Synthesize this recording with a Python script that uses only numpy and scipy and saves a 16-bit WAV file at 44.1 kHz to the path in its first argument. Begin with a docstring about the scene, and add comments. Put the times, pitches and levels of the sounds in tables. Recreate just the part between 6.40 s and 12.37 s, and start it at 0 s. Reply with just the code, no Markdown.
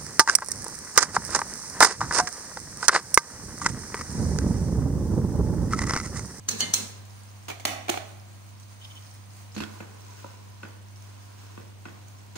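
"""Over fizzing broth and an appliance's hum, a metal strainer clinks on the rim of a pot.
The last clumps of rice drop in, bubbles pop, and the strainer is put down with a clatter.
After a few faint squeaks a wooden spoon is picked up and pushed through the rice, knocking on the pot.
Each blow is a short crack plus ringing modes, answered by a small kitchen;
fizz, patter and rubbing are filtered showers of tiny ticks."""
import sys
import numpy as np
from scipy import signal
from scipy.fft import rfft, irfft, next_fast_len
from scipy.io import wavfile
from scipy.ndimage import uniform_filter1d

SR = 44100
rng = np.random.default_rng(int(sys.argv[2]) if len(sys.argv) > 2 else 0)


def put_to_file(sound):
    """Save the sound as 16-bit audio at rate SR, in the file named by the first command-line argument."""
    columns = np.atleast_2d(sound).T  # one column per channel
    safe = np.clip(columns, -1, 1)
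    whole_steps = np.round(safe * 32767)
    wavfile.write(sys.argv[1], SR, whole_steps.astype(np.int16))


N = 263277
TIME = np.arange(N) / SR
MIC_LAG_S = 0.0008


def undb(db):
    """Decibels to gain."""
    return 10 ** (np.asarray(db) / 20)


def unit(x):
    """Scale to rms 1."""
    return x / np.sqrt(np.mean(x ** 2))


def across(hz, points):
    """Interpolate (freq_hz, value) points on a log-frequency axis."""
    freq_hz, value = np.transpose(points)
    return np.interp(np.log(np.maximum(hz, 1)), np.log(freq_hz), value)


def colour(x, points):
    """Minimum-phase filter through (freq_hz, gain_db) points: rings after a blow, never before."""
    size = next_fast_len(x.shape[-1] // 2 + 2048) * 2
    gain = undb(across(np.fft.rfftfreq(size, 1 / SR), points))
    cepstrum = irfft(np.log(gain))
    cepstrum[1:size // 2] *= 2
    cepstrum[size // 2 + 1:] = 0
    return irfft(rfft(x, size) * np.exp(rfft(cepstrum)), size)[..., :x.shape[-1]]


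def swells(rows):
    """Gain over time, one bell curve per row."""
    return sum(undb(db) * np.exp(-2 * ((TIME - mid_s) / half_s) ** 2) for mid_s, db, half_s in rows)


def wander(rate_hz):
    """Smooth random curve, rms 1."""
    hold = int(SR / rate_hz)
    steps = np.repeat(rng.standard_normal(N // hold + 1), hold)
    return unit(uniform_filter1d(uniform_filter1d(steps, hold), hold)[:N])


def add(out, start_s, sound):
    """Mix in a stereo sound; it reaches the left mic first."""
    for channel, arrival_s in enumerate((start_s - MIC_LAG_S / 2, start_s + MIC_LAG_S / 2)):
        i = int(arrival_s * SR)
        out[channel, i:i + sound.shape[1]] += sound[channel, :N - i]


def stereo_noise(size, alike_hz):
    """White noise at two mics: alike in the bass, unrelated well above alike_hz."""
    mid, side = rfft(rng.standard_normal((2, size)))
    likeness = 1 / (1 + (np.fft.rfftfreq(size, 1 / SR) / alike_hz) ** 2)
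    spectra = mid * np.sqrt(1 + likeness) + np.outer([1, -1], side * np.sqrt(1 - likeness))
    return unit(irfft(spectra, size))


# room decay: freq_hz, t60_s
ROOM_DECAY = [(150, 0.51), (700, 0.79), (3000, 0.61), (7000, 0.46), (14000, 0.33)]


def kitchen(x, first_s=0.0019, build_s=0.00023):
    """Dense reflections that build up quickly and die sooner in the treble."""
    hz, t, cells = signal.stft(stereo_noise(SR, 260), SR, nperseg=256)
    decay = undb(-60 * t / across(hz, ROOM_DECAY)[:, None])
    tail = signal.istft(cells * decay, SR)[1][:, :SR]
    onset = 1 - np.exp(-np.maximum(TIME[:SR] - first_s, 0) / build_s)
    return signal.fftconvolve(x, unit(tail * onset) / np.sqrt(SR), axes=1)[:, :N]


def grains(rate_hz, spread_db, room_db):
    """A shower of tiny random ticks, smeared by the room."""
    size = undb(spread_db * np.minimum(rng.exponential(size=N), 5))
    ticks = (rng.random(N) < rate_hz / SR) * size * rng.choice([-1, 1], N)
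    ticks = np.array([ticks, np.roll(ticks, int(MIC_LAG_S * SR))])
    return unit(ticks + undb(room_db) * kitchen(ticks))


def bubble(hz, cycles=9, glide=0.012):
    """A bursting bubble rings for a few cycles, rising a little."""
    age = hz * TIME[:SR // 50] / cycles
    ring = np.exp(-age) * np.sin(2 * np.pi * cycles * age * (1 + glide * age))
    return np.tile(ring, (2, 1))


def wet_ticks(count, spread_db=9, low_hz=4800, high_hz=12000, room_db=-4):
    """Small bubbles burst at random, each with its own pitch and size."""
    out = np.zeros((2, N))
    for when, pitch, size in rng.random((count, 3)):
        start_s = MIC_LAG_S + when * (TIME[-1] - 2 * MIC_LAG_S)
        pitch_hz = low_hz * (high_hz / low_hz) ** pitch
        add(out, start_s, undb(spread_db * size ** 2) * bubble(pitch_hz, cycles=3.5))
    return unit(out + undb(room_db) * kitchen(out))


# broth boiling up: mid_s, level_db, half_length_s
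SURGES = [(2.32, -55, 0.028), (2.53, -57, 0.14), (2.95, -67, 0.5)]
# broth spectrum: freq_hz, gain_db
SIMMER_COLOUR = [(400, -4.5), (1200, 3.5), (2200, 1.5), (3400, -13), (4300, 3.5), (5200, -4.5), (6300, 5),
                 (7600, -2), (9300, 6), (11000, -8.5), (13500, -11), (15300, 5.5)]


def simmer(start_db=-52.5, cooling_db_per_s=0.65):
    """Tiny bubbles fizz in uneven surges, sinking slowly as the rice cools the broth."""
    fizz = unit(colour(grains(rate_hz=2200, spread_db=3.5, room_db=20.5), SIMMER_COLOUR))
    ticks = undb(-9.5) * wet_ticks(count=380)
    heat = undb(start_db - cooling_db_per_s * TIME) + swells(SURGES)
    return (fizz + ticks) * heat * undb(1.2 * wander(21))


# hum harmonics: freq_hz, rms_db
HUM = [(100, -46), (200, -61.5), (300, -72)]
# air spectrum: freq_hz, gain_db
AIR_COLOUR = [(20, -8), (50, -7), (100, 10.5), (150, 1), (260, 1.5), (450, -6.5), (720, -2), (850, -5.5),
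              (1020, -1), (1350, -13), (3000, -10), (8000, -21.5)]


def appliance(air_db=-53.5, left_lead_rad=0.83):
    """A mains hum that wavers a little, over a soft rush of air."""
    phase = 0.14 * wander(4) + np.array([[left_lead_rad], [0]])
    waver = undb(0.5 * wander(9))
    hum = sum(np.sqrt(2) * undb(db) * np.sin(2 * np.pi * hz * TIME + hz / HUM[0][0] * phase)
              for hz, db in HUM)
    air = undb(air_db) * unit(colour(stereo_noise(N, 74), AIR_COLOUR))
    return hum * waver + air * undb(0.5 * wander(4.75))


def crack(t60_s, alike_hz):
    """A contact shakes all the crowded, well-damped modes equally; their phases scatter as they die."""
    fade = np.exp(-np.log(1000) * TIME[:SR // 2] / t60_s)
    phase = np.angle(rfft(stereo_noise(SR // 2, alike_hz) * fade, SR))
    flat_burst = irfft(np.exp(1j * phase))[:, :SR // 2]
    return flat_burst * np.sqrt(np.sum(fade ** 2))


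def blow(start_s, db, hard_db, t60_s, ping_hz, spectrum, modes, ring_db,
         room_db, bass_db, ping_db, rise_s, alike_hz, ring_room_db=-6):
    """One contact: a short crack and ringing modes. Returns (direct, room send)."""
    t = TIME[:SR // 2]
    attack = undb(db) * (1 - np.exp(-t / rise_s))
    hardness = [(300, bass_db), (1500, 0), (6500, hard_db)]  # harder is brighter
    burst = colour(colour(attack * crack(t60_s, alike_hz), spectrum), hardness)
    # the struck spot favours its own resonance
    spot = [(ping_hz / 2 ** 0.2, 0), (ping_hz, ping_db), (ping_hz * 2 ** 0.2, 0)]
    mode_hz, mode_db, mode_t60_s = np.transpose(modes)
    partials = np.exp(np.outer(2j * np.pi * mode_hz - np.log(1000) / mode_t60_s, t))
    gains = undb(ring_db + mode_db + across(mode_hz, spot) / 2)
    mic_phasors = np.exp(2j * np.pi * rng.random((2, len(modes))))
    ring = attack * ((gains * mic_phasors) @ partials).imag
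    direct, send = np.zeros((2, 2, N))
    add(direct, start_s, colour(burst, spot) + ring)
    add(send, start_s, undb(room_db) * (burst + undb(ring_room_db) * ring))
    return np.array([direct, send])


def in_room(blows, first_s=0.0031):
    """Blows plus their reflections, with the deepest bass below about 60 Hz cut away."""
    direct, send = blows
    low_cut = signal.butter(2, 60, "high", fs=SR, output="sos")
    return signal.sosfilt(low_cut, direct + kitchen(send, first_s))


# pot rim modes: freq_hz, level_db, t60_s, antinode_0_1
RIM_MODES = [(1735, -15, .3, .95), (1836, -19.5, .28, .36), (2085, -11.5, .48, .53), (2340, -15.5, .5, .62),
             (2660, -9, .35, .8), (2965, -6, .22, .33), (3127, -6.5, .24, .53), (3483, -15, .35, .73),
             (3564, -15, .25, .45), (3820, -18, .35, .72), (4167, 0.5, .18, .76), (4384, 1.5, .1, .25),
             (4592, -12, .16, .27), (5883, -6, .14, .87), (6219, -8, .17, .62), (6363, -14, .4, .65),
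             (6663, -7, .18, .15)]


def rim_modes(place, node_db=-20, split_hz=25, twin_db=-4):
    """Modes are loudest struck at an antinode; the rim is not quite round, so each has a beating twin."""
    modes = []
    for hz, db, t60_s, antinode in RIM_MODES:
        struck_db = db + node_db * np.sin(np.pi * (place - antinode)) ** 2
        modes += [(hz, struck_db, t60_s), (hz + split_hz, struck_db + twin_db, t60_s)]
    return modes


# strikes on the rim: start_s, level_db, hard_db, ring_db, place_0_1, ping_hz, skid_s
CLINKS = [(0.0865, -8.5, -0.5, -25, 0.05, 6400, 0.0024), (.111, -20, 0, -10.5, 0.94, 5700, .001),
          (0.205, -10, 0.5, -10, 0.39, 6200, 0.015), (0.2128, -16, -19, -12.5, 0, 4340, .001),
          (.224, -18.5, -20, -9, 0.35, 3350, .001), (0.338, -7, 7, -19, 0.72, 6100, 0.0021)]
# rim spectrum: freq_hz, gain_db
RIM_COLOUR = [(60, -13), (220, -11), (450, -7.5), (900, -9.5), (1500, -5), (2200, -10), (3500, -7.5),
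              (4250, 1), (5100, -6), (6300, 3), (7600, -1.5), (10000, -4), (13000, -16.5), (15500, -4)]


def strainer_on_rim(t60_s=0.029, shortening=0.31, skid_db=-18.5):
    """The strainer skids on the rim, then catches; the harder the strike, the shorter its crack."""
    blows = skid_gain = 0
    for start_s, db, hard_db, ring_db, place, ping_hz, skid_s in CLINKS:
        crack_t60_s = t60_s * undb(-shortening * hard_db)
        blows += blow(start_s, db, hard_db, crack_t60_s, ping_hz, RIM_COLOUR, rim_modes(place), ring_db,
                      room_db=-3.5, bass_db=3.5, ping_db=8.5, rise_s=0.00063, alike_hz=940,
                      ring_room_db=-9.5)
        run_up = np.exp(-abs(TIME - start_s) / skid_s) * (TIME < start_s)
        skid_gain += undb(skid_db + db + hard_db) * run_up
    return in_room(blows) + skid_gain * unit(colour(stereo_noise(N, 925), RIM_COLOUR))


# rice landing in the broth: mid_s, level_db, half_length_s
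CLUMPS = [(.135, -37.5, 0.057), (.237, -36.5, 0.03), (.29, -42.5, 0.034), (.39, -38, 0.033),
          (.44, -45, 0.059)]
# landing spectrum: freq_hz, gain_db
CLUMP_COLOUR = [(90, -21), (160, 0), (228, 6.5), (290, -0.5), (500, -2.5), (680, -11), (930, -8.5),
                (1400, -20), (4000, -41)]


def rice_landing(room_db=-7, left_db=-2):
    """Each clump, shaken loose by the taps, is a soft patter that booms in the hollow of the pot."""
    impacts = grains(rate_hz=2000, spread_db=0, room_db=-8.5)
    patter = swells(CLUMPS) * unit(colour(impacts, CLUMP_COLOUR))
    return undb([[left_db], [0]]) * (patter + undb(room_db) * kitchen(patter))


# larger bubbles: start_s, level_db, pitch_hz
POPS = [(0.653, -45.5, 6800), (2.077, -55, 5950), (2.199, -44, 5900), (2.235, -47, 4400),
        (2.743, -47, 8600), (3.607, -46, 5860), (4.623, -46, 6070), (4.87, -56, 5240), (5.683, -45, 6580)]


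def bubble_pops(t60_s=0.029, room_db=-5):
    """The film of a larger bubble snaps and its hollow rings briefly."""
    out = np.zeros((2, N))
    for start_s, db, pitch_hz in POPS:
        snap = colour(crack(t60_s, alike_hz=900), SIMMER_COLOUR)
        add(out, start_s, undb(db) * colour(snap, [(1500, -6), (6000, -0.5)]))
        add(out, start_s, undb(db + 1) * bubble(pitch_hz))
    return out + undb(room_db) * kitchen(out)


# strainer contacts: start_s, level_db, hard_db, t60_s, room_db, ping_hz
CLATTER = [(1.082, -20, -1, 0.11, -6.5, 970), (1.099, -19, -5.5, 0.1, -21, 2360),
           (1.197, -29.5, 1, 0.072, -6, 2200), (1.2522, 3, 0.5, 0.012, -4, 4400),
           (1.2542, -6.5, -6, 0.0084, 5, 1260), (1.2578, -4.5, 0.5, 0.01, 0.5, 3370),
           (1.482, -16, -5.5, 0.042, -2, 2300), (1.4913, -5.5, -11, 0.026, -12, 341),
           (1.4942, -7.5, 2, 0.023, -4, 2880), (1.4992, -6, 4.5, 0.012, -4.5, 6350),
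           (1.540, -12.5, -15, 0.032, -23, 2300), (1.573, -11.5, -12, 0.035, -23, 2460)]
# clatter spectrum: freq_hz, gain_db
CLATTER_COLOUR = [(60, -12), (160, -16.5), (235, -3), (320, -0.5), (490, -3.5), (700, 5.5), (960, -5.5),
                  (1300, -3), (1600, -5), (2200, -2.5), (3500, -3.5), (4550, -7.5), (5400, -10), (6300, -4),
                  (7900, -11.5), (9300, -8.5), (13000, -19.5), (15500, -7)]
# clatter modes: freq_hz, level_db, t60_s
CLATTER_MODES = [(325, -1, .16), (395, 0, .16), (590, -3, .16), (718, -7, .48), (760, -7, .42),
                 (804, -7.5, .38), (1864, -7, .2), (2046, -2, .22), (2285, 1, .17), (3060, -3, .16),
                 (4190, 5, .04), (4560, 3, .035), (6230, 2, .14)]


def strainer_put_down(left_db=-2, scrape_s=0.13):
    """The strainer scrapes, lands and rocks to rest off to the right."""
    blows = 0
    for start_s, db, hard_db, t60_s, room_db, ping_hz in CLATTER:
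        thud_db = 2 - 0.67 * hard_db  # soft contacts thud more
        rise_s = 0.0007 * (1 + (t60_s / scrape_s) ** 2)  # long ones start more gently
        blows += blow(start_s, db, hard_db, t60_s, ping_hz, CLATTER_COLOUR, CLATTER_MODES, ring_db=-39.5,
                      room_db=room_db, bass_db=thud_db, ping_db=11, rise_s=rise_s, alike_hz=806)
    return undb([[left_db], [0]]) * in_room(blows, first_s=0.012)


# faint scrapes: mid_s, level_db, half_length_s
SQUEAKS = [(2.433, -48, 0.032), (2.453, -43, 0.01), (2.514, -46.5, 0.016), (2.574, -47, 0.026)]
# squeak spectrum: freq_hz, gain_db
SQUEAK_COLOUR = [(1200, -30), (2800, -17), (3060, 3), (3250, -3), (3600, -13), (4200, -21), (5000, -29),
                 (5850, -18), (7000, -27), (12000, -36)]


def squeaks(room_db=-11):
    """Gentle scrapes: uneven stick-slip ticks excite one narrow resonance and weaker ones above it."""
    slips = grains(rate_hz=1800, spread_db=1.5, room_db=-12)
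    rub = swells(SQUEAKS) * unit(colour(slips, SQUEAK_COLOUR))
    return rub + undb(room_db) * kitchen(rub)


# wooden spoon modes: freq_hz, level_db, t60_s
SPOON_MODES = [(1490, -6, 0.048), (2593, -3, 0.031), (4200, -9, 0.05)]


def wood_click(start_s, db, treble_db=0, room_db=-9):
    """The spoon's damped modes give a pitched click. Returns (direct, room send)."""
    t, out = TIME[:SR // 4], np.zeros((2, N))
    tilt = [(2600, 0), (4200, treble_db)]
    click = sum(undb(db + mode_db + across(hz, tilt) - 60 * t / t60_s) * np.sin(2 * np.pi * hz * t)
                for hz, mode_db, t60_s in SPOON_MODES)
    add(out, start_s, np.array([click, click]))
    return np.array([out, undb(room_db) * out])


# spoon contacts: start_s, level_db, hard_db, t60_s, ring_db, ping_hz
HANDLING = [(3.147, -33.5, 2.5, 0.12, -27, 6500), (3.1636, -21.5, -6.5, 0.064, -0.5, 4300),
            (3.177, -25, -0.5, 0.13, 2, 2640), (3.2032, -15.5, -6, 0.05, -20, 2630),
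            (3.219, -21.5, -6.5, 0.1, -13, 1500), (3.2357, -16.5, -2, 0.015, -14, 3350),
            (5.955, -26.5, -3.5, 0.26, -11, 6900)]
# handling spectrum: freq_hz, gain_db
HANDLING_COLOUR = [(60, -5), (190, -6.5), (280, -1.5), (480, -6.5), (750, -6), (1500, -2.5), (2100, -5),
                   (2650, -7.5), (3200, -5.5), (4300, -4.5), (7000, -9.5), (13000, -18.5), (15500, -23)]
# low thump modes: freq_hz, level_db, t60_s
THUMP_MODES = [(213, -7, .33), (324, -15, .25), (500, -19, .1)]


def spoon_handled(wood_db=-17, left_db=-2):
    """The wooden spoon rattles and thumps as it is picked up and tapped."""
    blows = 0
    for start_s, db, hard_db, t60_s, ring_db, ping_hz in HANDLING:
        blows += wood_click(start_s, db + wood_db)
        blows += blow(start_s, db, hard_db, t60_s, ping_hz, HANDLING_COLOUR, THUMP_MODES, ring_db,
                      room_db=-9, bass_db=10, ping_db=12, rise_s=0.00075, alike_hz=700)
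    return undb([[left_db], [0]]) * in_room(blows)


# spoon strokes: mid_s, level_db, half_length_s
STROKES = [(3.34, -51, 0.2), (3.8, -52, 0.45), (4.27, -61.5, 0.2), (4.7, -56, 0.21), (5.05, -54, 0.26),
           (5.85, -59, 1)]
# sliding rice spectrum: freq_hz, gain_db
RICE_COLOUR = [(200, -42), (700, -8), (1600, 6.5), (3000, 2), (6300, 2.5), (9000, -1), (13000, -31),
               (15500, 6)]
# spoon tip spectrum: freq_hz, gain_db
RUB_COLOUR = [(120, -32), (300, -1.5), (520, -4), (740, -12), (1000, 0.5), (1250, -17), (1500, -8),
              (2200, -64), (5000, -31)]


def stirring(rub_db=-2.5, crackle_db=-12):
    """Wet grains of rice slide and crackle while the spoon's tip sticks and slips on the pot."""
    sliding = grains(rate_hz=2500, spread_db=3.5, room_db=3)
    rice = unit(colour(sliding, RICE_COLOUR)) * undb(wander(22.26))
    slips = grains(rate_hz=600, spread_db=2, room_db=-18)
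    rub = unit(colour(slips, RUB_COLOUR)) * undb(rub_db + 0.5 * wander(27))
    crackle = undb(crackle_db) * wet_ticks(count=420)
    return swells(STROKES) * (rice + rub + crackle)


# spoon on the pot: start_s, level_db, depth_0_1, thud_db, ping_hz, rebound_s
KNOCKS = [(3.404, -19.5, 0.5, 9.5, 2340, 0.021), (3.8443, -28.5, 0.93, 15, 960, 0.016),
          (4.2314, -20, 0.32, 9, 1470, 0.018), (5.176, -24.5, 0.37, 13.5, 1160, .021),
          (5.454, -21.5, 0.25, 10.5, 1520, .03)]
# knock spectrum: freq_hz, gain_db
KNOCK_COLOUR = [(60, -52), (200, -1.5), (550, -8), (750, -9.5), (1000, -4.5), (1200, -6.5), (1480, -6.5),
                (1950, -4), (2350, -7.5), (2650, -14.5), (3100, -6.5), (4300, -16), (7000, -14),
                (15500, -37)]
# pot bottom modes: freq_hz, level_db, t60_s
POT_MODES = [(325, -9, .1), (540, 1, .04), (960, -4, .035), (1050, -5, .03), (1330, -3, .02)]


def spoon_knocks(rebound_db=-7.5):
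    """Each knock rebounds once; deep in the rice the wood is muffled and the pot's bottom rings more."""
    blows = 0
    for start_s, level_db, depth, thud_db, ping_hz, rebound_s in KNOCKS:
        wood_db = -11.5 - 14 * depth
        hard_db = -1 - 25 * depth
        ring_db = -35 + 32.5 * depth
        t60_s = 0.045 * undb(-5 * depth)
        for hit_s, db in ((start_s, level_db), (start_s + rebound_s, level_db + rebound_db)):
            blows += wood_click(hit_s, db + wood_db, treble_db=-13)
            blows += blow(hit_s, db, hard_db, t60_s, ping_hz, KNOCK_COLOUR, POT_MODES, ring_db,
                          room_db=-1 - 3.2 * depth, bass_db=thud_db, ping_db=10, rise_s=0.00057,
                          alike_hz=2000)
    return in_room(blows)


def scene():
    """Strainer, rice and spoon over the broth and the hum, in stereo."""
    tipping_in = strainer_on_rim() + rice_landing() + strainer_put_down()
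    spoon = spoon_handled() + spoon_knocks() + stirring()
    return tipping_in + spoon + squeaks() + simmer() + bubble_pops() + appliance()


# left mic response against the right: freq_hz, gain_db
LEFT_MIC = [(100, -0.5), (220, -3), (700, -1), (2000, -1), (6500, -1), (8200, -4), (10000, -17.5),
            (13000, -21.5), (15500, -23.5)]


def record(dry):
    """The left mic is muffled; both channels are cut steeply above 15.6 kHz."""
    mics = np.array([colour(dry[0], LEFT_MIC), dry[1]])
    top_cut = signal.ellip(10, 0.2, 80, 15600, fs=SR, output="sos")
    return signal.sosfilt(top_cut, mics)


dry = scene()
out = record(dry)
put_to_file(out)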